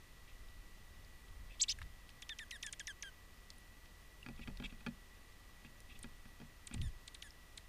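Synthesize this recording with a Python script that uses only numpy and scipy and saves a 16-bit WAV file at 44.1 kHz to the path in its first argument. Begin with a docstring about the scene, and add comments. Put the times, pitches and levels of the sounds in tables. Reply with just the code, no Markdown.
"""Small birds feeding on a wooden table in a snowy yard, one microphone close by.
Light wind rumbles over the recorder's hiss and faint whine; feet scuff and seed husks tick.
At 1.6 s come two buzzy squabbling chirps, then a run of sharp falling 'tew' and 'tik' calls that
echo off table and feeder. From 4.3 s beaks and feet knock on the boards; a second run of calls ends it."""
import sys
import numpy as np
from scipy import signal
from scipy.fft import rfft, irfft
from scipy.io import wavfile
from scipy.ndimage import uniform_filter1d

SR = 44100
rng = np.random.default_rng(int(sys.argv[2]) if len(sys.argv) > 2 else 0)


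def generate_wav(sig):
    """Save sig (samples, or channels by samples) to the path in sys.argv[1] as 16-bit PCM at SR."""
    pcm = np.round(np.clip(np.atleast_2d(sig).T, -1, 1) * 32767).astype(np.int16)
    wavfile.write(sys.argv[1], SR, pcm)


N = 338688
TOP_HZ = 15350  # upper edge of the recorder's band


def undb(db):
    """Decibels to gain."""
    return 10 ** (np.asarray(db) / 20)


def unit(x):
    """Scale to rms 1."""
    return x / np.sqrt(np.mean(x ** 2) + 1e-30)


def clock(length):
    """Sample times of a short sound."""
    return np.arange(max(int(length * SR), 8)) / SR


def fade(t, t60):
    """Free decay by 60 dB in t60 seconds."""
    return np.exp(-np.log(1000) * t / t60)


def add(out, start, x):
    """Mix x into out from start seconds on."""
    i = int(np.clip(start * SR, 0, N - 1))
    out[i:i + len(x)] += x[:N - i]


def resonate(x, hz, width):
    """One steep-sided resonance, gain 1 at its centre."""
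    hz = min(hz, .45 * SR)
    b, a = signal.iirpeak(hz, max(hz / width, .5), fs=SR)
    return signal.lfilter(b, a, signal.lfilter(b, a, x))


def coloured(points):
    """Noise of rms 1 with a spectrum of (Hz, dB) points."""
    hz, db = np.transpose(points)
    bins_hz = np.maximum(np.arange(N // 2 + 1) * SR / N, 1)
    gain = undb(np.interp(np.log(bins_hz), np.log(hz), db))
    return unit(irfft(rfft(rng.standard_normal(N)) * gain, N))


def waver(t, rate):
    """A random wander with a spread near 1, turning rate times a second."""
    steps = rng.standard_normal(int(t[-1] * rate) + 2)
    return np.interp(t * rate, np.arange(len(steps)), steps)


def hiss(hiss_db=-65, whine_hz=1948, whine_db=-72):
    """The recorder's steady hiss, with a thin electronic whine in it."""
    # The broad hiss. Each row: frequency in Hz, relative level in dB.
    spectrum = [(88, -26), (150, -2.5), (470, -10), (548, -10), (593, -10.5), (907, -12), (1210, -12),
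                (1500, -15), (1860, -10), (1970, -8), (2170, -16), (2430, -12), (7920, -21), (13900, -26),
                (15300, -29.5)]
    # Narrow bands in the hiss. Each row: centre in Hz, width in Hz, level in dB.
    narrow_bands = [(1157, 246, -78.5), (1979, 210, -79), (9560, 290, -84), (13760, 1900, -81.5)]
    bands = sum(undb(db) * unit(resonate(rng.standard_normal(N), hz, width))
                for hz, width, db in narrow_bands)
    drift_hz = 2.5 * waver(np.arange(N) / SR, 12)
    whine = unit(np.sin(2 * np.pi * np.cumsum(whine_hz + drift_hz) / SR))
    return undb(hiss_db) * coloured(spectrum) + bands + undb(whine_db) * whine


def wind(breeze_sway_db=-61, breeze_rumble_db=-66):
    """Large eddies sway the microphone's diaphragm, small ones rumble; gusts swell over an even breeze."""
    # Spectra of the sway and the rumble. Each row: frequency in Hz, relative level in dB.
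    sway = [(5, -13.5), (15, 0.5), (30, -3), (45, -3), (58, -22.5), (120, -65)]
    rumble = [(30, -29), (58, 3), (98, -3.5), (125, -11.5), (180, -19.5), (400, -42), (900, -90)]
    # Gusts. Each row: time of the peak in seconds, rise in seconds, sway in dB, rumble in dB.
    gusts = [(.45, 0.22, -54.5, -66), (1.01, 0.21, -61, -63), (1.39, 0.12, -52, -60),
             (1.81, 0.098, -53, -53), (4.488, 0.18, -50, -58.5), (6.00, 0.19, -56, -66.5),
             (6.824, .06, -42.5, -38)]
    peaks, rises, sway_db, rumble_db = np.transpose(gusts)
    t, out = np.arange(N) / SR, 0
    # linger is dying time over rise time: large eddies last longest
    for spectrum, breeze_db, gust_db, linger in ((sway, breeze_sway_db, sway_db, 2.03),
                                                 (rumble, breeze_rumble_db, rumble_db, .98)):
        power = undb(breeze_db) ** 2
        for peak, rise, db in zip(peaks, rises, gust_db):
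            width = np.where(t < peak, rise, rise * linger)
            power = power + undb(db) ** 2 * np.exp(-2 * ((t - peak) / width) ** 2)
        eddies = coloured(spectrum)
        out = out + eddies * np.sqrt(power / uniform_filter1d(eddies ** 2, size=4500))
    return out


def scuffs(catch_spread_db=4.5):
    """Claws and beaks drag over wood and seed in a dense run of uneven catches."""
    # Each row: start in seconds, length in seconds, level in dB.
    drags = [(0.266, 0.053, -69), (1.488, 0.076, -65.5), (4.372, 0.022, -68), (4.408, 0.038, -59),
             (4.632, 0.039, -49.5), (4.692, 0.019, -62.5), (5.641, 0.033, -65), (5.886, 0.052, -63),
             (5.945, 0.03, -65), (6.722, 0.019, -58)]
    # Resonances of a scuff. Each row: centre in Hz, width in Hz, gain in dB.
    resonances = [(2618, 743, 2.5), (3240, 630, -2), (4490, 620, -14), (7000, 2400, -20.5)]
    out = np.zeros(N)
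    for start, length, db in drags:
        n = len(clock(length))
        catches = rng.standard_normal(n) * undb(catch_spread_db * np.minimum(rng.exponential(size=n), 4))
        catches = np.pad(catches * signal.windows.tukey(n, .5), (0, n))
        scrape = sum(undb(gain_db) * resonate(catches, hz, width) for hz, width, gain_db in resonances)
        add(out, start, undb(db) * unit(scrape) / np.sqrt(2))
    return out


def nibbles(count=10, slot_s=.58, db=-53.5, centre_hz=4300, width_hz=2300):
    """Faint nibbling: rows for ticks(), one at a chance moment in each slot."""
    return [((k + when) * slot_s, db, centre_hz * 2 ** (pitch - .5), width_hz)
            for k, (when, pitch) in enumerate(rng.random((count, 2)))]


def ticks(ring_cycles=46, snap_db=-15.5, snap_hz=7400, snap_width_hz=5600):
    """A husk snaps brightly and rings briefly; small, high ones die soonest."""
    # Seeds cracked or flicked. 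Each row: start in seconds, ring's peak in dB, pitch in Hz, width in Hz.
    husks = [(1.787, -44, 1830, 900), (1.788, -50, 8600, 2500), (1.8166, -36, 1730, 1800),
             (1.828, -44.5, 3600, 3000), (2.092, -45, 2900, 3900), (3.5033, -38, 4600, 3120),
             (3.583, -53, 10150, 1000), (4.228, -47, 2790, 250), (4.572, -46, 3770, 3000),
             (5.804, -47.5, 5950, 12000), (5.991, -47, 9000, 7000), (6.779, -48, 2402, 3000),
             (7.306, -45.5, 5160, 1500)]
    out, t = np.zeros(N), clock(.05)
    for start, db, hz, width in husks + nibbles():
        burst = rng.standard_normal(len(t)) * fade(t, ring_cycles / hz)
        ring = resonate(burst, hz, width)
        snap = resonate(burst, snap_hz, snap_width_hz)
        tick = ring / np.abs(ring).max() + undb(snap_db) * snap / np.abs(snap).max()
        add(out, start, undb(db) * tick)
    return out


def chirp(gesture, gain_db, buzz_hz, swing=.025, depth=.75, octave_db=-15, rasp=.055, air_db=-14):
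    """A gliding whistle, chopped and shaken by a fast flutter of the membranes, with a rasp of air."""
    # The air in a chirp. Each row: frequency in Hz, relative level in dB.
    air_spectrum = [(1200, -47), (2300, 4), (5500, 1), (7800, 2), (8900, -21), (10500, -6), (15000, -27)]
    times, *columns = np.transpose(gesture)
    t = clock(times[-1] - times[0])
    hz, db, buzz = (np.interp(times[0] + t, times, column) for column in columns)
    flutter_hz = buzz_hz * (1 + .06 * waver(t, 300))
    flutter = np.sin(2 * np.pi * np.cumsum(flutter_hz) / SR)
    shake = buzz * (swing * flutter + rasp * waver(t, 2979))
    phase = 2 * np.pi * np.cumsum(hz * (1 + shake)) / SR
    octave = undb(octave_db) / (1 + (hz / 4200) ** 12) * np.sin(2 * phase)  # high notes are purer
    air = undb(air_db) * np.sqrt(np.abs(buzz)) * coloured(air_spectrum)[:len(t)]
    return undb(db + gain_db) * (1 + depth * buzz * flutter) * (np.sin(phase) + octave + air)


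def squabble():
    """Two chirps: an arch that rings clear at its top, then one sung by both sides of the syrinx."""
    # First chirp. Each row: time in seconds, pitch in Hz, relative level in dB, buzz from 0 to 1.
    arch = [(1.595, 3000, -56, .8), (1.601, 3400, -37, .8), (1.607, 4200, -36, .9), (1.611, 3300, -33, 1),
            (1.618, 6550, -24, 0), (1.624, 7620, -24, 0), (1.630, 7750, -23.5, 0), (1.634, 4600, -31, .6),
            (1.639, 3100, -32, .5), (1.648, 2200, -56, .7)]
    # Second chirp. Each row: time in seconds, upper voice's pitch in Hz and relative level in dB,
    # the same two for the lower voice, buzz from 0 to 1.
    duet = [(1.680, 3300, -58, 2200, -70, .3), (1.685, 3550, -32.5, 2300, -62, .5),
            (1.690, 4100, -35, 2450, -51, .8), (1.695, 5000, -28, 2700, -39, .7),
            (1.712, 5350, -36, 3150, -38, 1), (1.720, 6200, -34, 5100, -38, .6),
            (1.725, 6300, -44, 3200, -38, .5), (1.731, 6000, -64, 2600, -58, .5)]
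    upper = [(time, hz, db, buzz) for time, hz, db, _, _, buzz in duet]
    lower = [(time, hz, db, buzz) for time, _, _, hz, db, buzz in duet]
    out = np.zeros(N)
    add(out, arch[0][0], chirp(arch, gain_db=-2.5, buzz_hz=457, octave_db=-13))
    add(out, duet[0][0], chirp(upper, gain_db=-3.5, buzz_hz=624, swing=.026))
    add(out, duet[0][0], chirp(lower, gain_db=-3.5, buzz_hz=596))
    return out


def call(start, length, fall, sweep_db, beak_hz, overshoot, held_hz, held_db, octave_db, upper_db,
         top_hz, end_hz, rise_s=.0015, release_s=.0112, break_db=-13):
    """The syrinx snaps down from a high whistle, breaks roughly, then holds a reedy note that droops."""
    # The bird's throat. Each row: frequency in Hz, gain in dB.
    throat = [(1350, -20), (1700, 0.5), (2200, 1), (3100, 2.5), (4300, 5), (6200, 2), (7800, -0.5),
              (10000, 4), (11300, -1.5), (13500, -12)]
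    # The bounce off the boards cancels one band, set by where the caller sits.
    # Each row: time in seconds, notch in Hz.
    notches = [(2.2, 4320), (3.05, 4310), (6.0, 5513), (7.6, 5100)]
    notch_hz = np.interp(start, *np.transpose(notches))
    t = clock(length)
    droop_hz = held_hz + (end_hz - held_hz) * (t / length) ** 4
    low_hz = droop_hz * (1 + overshoot * np.exp(-t / .009))
    rough = np.exp(-((t - 2 * fall) / (1.2 * fall)) ** 2)  # the break at the foot of the sweep
    wobble = 1 + .014 * waver(t, 80) + .009 * waver(t, 900) + .04 * rough * waver(t, 2500)
    hz = (low_hz + (top_hz - low_hz) * np.exp(-(t / fall) ** 1.86)) * wobble
    phase = 2 * np.pi * np.cumsum(hz) / SR
    snap = np.exp(-(t / (1.75 * fall)) ** 4)
    sweep = undb(sweep_db) * snap * np.minimum(t / rise_s, 1)
    held = undb(held_db) * (1 - snap) * np.minimum((length - t) / release_s, 1)
    near = lambda pitch_hz, centre_hz: np.exp(-(np.log(pitch_hz / centre_hz) / .2) ** 2)
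    throat_db = lambda pitch_hz: np.interp(pitch_hz, *np.transpose(throat))
    # the whistle flares as it passes the resonance of the open beak, and dips in the notch
    out = sweep * undb(7 * near(hz, beak_hz) - 13 * near(hz, notch_hz) + throat_db(hz)) * np.sin(phase)
    sweep_octave = sweep * undb(-14) * (7000 / top_hz) ** 3  # a whistle that starts higher is purer
    harmonics_db = [0, octave_db, upper_db - 2, upper_db, upper_db + 1, upper_db - 2]
    for k, db in enumerate(harmonics_db, 1):
        note = held * undb(db + 1.3 * np.sqrt(k) * waver(t, 90) + .8 * waver(t, 1200))
        # a note with weak upper overtones also breaks more dully
        rasp = rough * undb(sweep_db + break_db + .12 * upper_db * np.log2(k)) * waver(t, 2036)
        colour = (k * hz < TOP_HZ) * undb(throat_db(k * hz) - 4 * near(k * hz, notch_hz))
        out += colour * (note + (k == 2) * sweep_octave + rasp) * np.sin(k * phase)
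    return out


def calls():
    """Long 'tew' calls hold their low note; short 'tik' calls cut off just after the snap."""
    # Each row: start, length and fall time in seconds, sweep in dB, beak resonance in Hz, overshoot as a
    # share of pitch, held pitch in Hz, held level in dB, its octave and upper overtones in relative dB.
    tews = [(2.291, 0.048, 0.003, -42.5, 3320, .01, 1800, -50.5, 2, -34),
            (2.386, 0.06, 0.0041, -44.5, 2960, .26, 1825, -50.5, -9.5, -21),
            (2.5080, .0666, 0.0036, -43, 2890, 0.37, 1876, -50.5, -7.5, -17.5),
            (2.6263, 0.076, 0.0044, -40.5, 3380, 0.3, 1757, -49.5, -8, -19),
            (2.8697, 0.055, .0044, -44, 5700, 0.38, 1640, -45.5, -8, -20),
            (3.0238, 0.079, .0047, -43, 6450, .08, 1626, -48, -10.5, -25),
            (6.8130, 0.079, 0.0032, -48, 3270, 0.13, 1820, -63.5, -3, -5.5),
            (7.2204, .0678, .0040, -45.5, 2930, 0.25, 1769, -58.5, -11.5, -12)]
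    # Each row: start and length in seconds, sweep in dB, beak resonance and top pitch in Hz,
    # held level in dB, its octave in relative dB.
    tiks = [(2.2198, 0.02, -47, 2900, 8400, -59, 8.5), (2.6627, 0.016, -44, 6640, 10000, -60, 0),
            (2.7250, 0.02, -44.5, 7000, 10240, -52, 1), (2.7948, 0.027, -45, 6700, 8700, -46.5, -6),
            (6.028, 0.012, -51.5, 9300, 10460, -66, -3), (6.6700, .0080, -46, 7800, 9770, -43, -3),
            (6.739, 0.011, -47.5, 7900, 9900, -45, 2), (7.0760, 0.01, -46.5, 4200, 9070, -57, 12),
            (7.144, .0159, -49, 3870, 9680, -65, 15), (7.5740, 0.015, -46, 4300, 9400, -54, -4)]
    out = np.zeros(N)
    for start, *shape in tews:
        add(out, start, call(start, *shape, top_hz=6920, end_hz=1435))
    for start, length, sweep_db, beak_hz, top_hz, held_db, octave_db in tiks:
        fall = .0042 * (top_hz / 9600) ** 2.2  # a higher start takes longer to fall
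        tik = call(start, length, fall, sweep_db, beak_hz, overshoot=.26, held_hz=1587, held_db=held_db,
                   octave_db=octave_db, upper_db=-19, top_hz=top_hz, end_hz=1410)
        add(out, start, tik)
    return out


def contacts():
    """Beaks and feet strike the boards; a lighter, sharper touch leads some of the blows."""
    # Each row: start in seconds, thud in dB, clack in dB, the touch's lead in seconds (0 for none).
    strikes = [(4.287, -38, -46.5, 0.024), (4.393, -41, -53, 0), (4.480, -37.5, -48, 0.0053),
               (4.499, -44, -58, 0), (4.600, -39.5, -52, 0.00043), (4.640, -41, -50.5, 0.016),
               (4.724, -48.5, -54, 0), (4.809, -52.5, -60.5, 0.0021), (4.869, -33, -40.5, 0.0048),
               (5.648, -51.5, -58, 0.00035), (5.956, -54, -70, 0.065), (6.043, -43.5, -47, 0),
               (6.255, -49, -55, 0), (6.415, -42, -57.5, 0.014), (6.742, -38.5, -52, 0.03)]
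    blows = [(start, thud, clack) for start, thud, clack, _ in strikes]
    touches = [(start - lead, thud - 5.5, clack + 3) for start, thud, clack, lead in strikes if lead > 0]
    return blows + touches


def knocks(push_s=.0021, crack_t60=.017, thump_t60=.093, low_modes_hz=900):
    """A blow's weight pushes the low modes of the boards; its hard tip rings the high ones and cracks."""
    # The table's modes. Each row: frequency in Hz, relative level in dB, time to fall 60 dB in seconds.
    modes = [(143.2, -10, 0.205), (194.6, -8.5, 0.15), (230.7, -3, 0.13), (292.6, -30, 0.043),
             (365, -32, 0.16), (495.3, -21.5, 0.046), (554, -20, 0.095), (735, -13.5, 0.04),
             (822, -14, 0.049), (930, -11.5, 0.086), (1183, -5.5, 0.049), (1400, 0.5, 0.033),
             (1688, 1, 0.044), (2000, -11, 0.028), (2334, 2, 0.028), (2530, -0.5, 0.058),
             (3205, 1.5, 0.021), (3610, -17, 0.0275), (4560, -4.5, 0.024)]
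    out, t = np.zeros(N), clock(.3)
    push = 1 - np.exp(-t / push_s)
    for start, thud_db, clack_db in contacts():
        crack = unit(resonate(rng.standard_normal(len(t)), hz=2400, width=3200)) * fade(t, crack_t60)
        thump = unit(resonate(rng.standard_normal(len(t)), hz=190, width=175)) * fade(t, thump_t60)
        knock = undb(clack_db - 7) * crack + undb(thud_db - 9) * push * thump
        for hz, db, t60 in modes:
            spot, detune, side = rng.standard_normal(3)
            if hz < low_modes_hz:
                drive = undb(thud_db) * push
            else:  # the high modes depend on where the blow lands
                drive = np.sign(side) * undb(clack_db - 8 + 2 * spot)
            knock += drive * undb(db) * fade(t, t60) * np.sin(2 * np.pi * hz * (1 + .015 * detune) * t)
        add(out, start, knock)
    return out


def surroundings(x, scatter_db=-19, scatter_t60=.043, yard_db=-42, yard_t60=.37):
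    """A few close echoes, scatter from the feeder's cage, and a trace of the snowy yard."""
    # Echoes off the boards and the feeder. Each row: delay in seconds, gain in dB.
    echoes = [(.0019, -23), (.0031, -12.5), (.0052, -20.5)]
    t = clock(.4)
    tail = lambda t60: unit(rng.standard_normal(len(t)) * fade(t, t60) * (t > .002)) / np.sqrt(len(t))
    response = undb(scatter_db) * tail(scatter_t60) + undb(yard_db) * tail(yard_t60)
    response[0] += 1  # the direct sound
    for delay, db in echoes:
        response[int(delay * SR)] += undb(db)
    return signal.fftconvolve(x, response)[:N]


def scene():
    """Birds and their feeding, close up and in mono, over wind and hiss."""
    birds = calls() + squabble() + ticks() + scuffs()
    return (surroundings(birds) + knocks() + wind() + hiss())[None]


def record(dry):
    """The recorder cuts the top treble steeply."""
    return signal.sosfilt(signal.ellip(10, .2, 70, TOP_HZ, fs=SR, output="sos"), dry)


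dry = scene()
out = record(dry)
generate_wav(out)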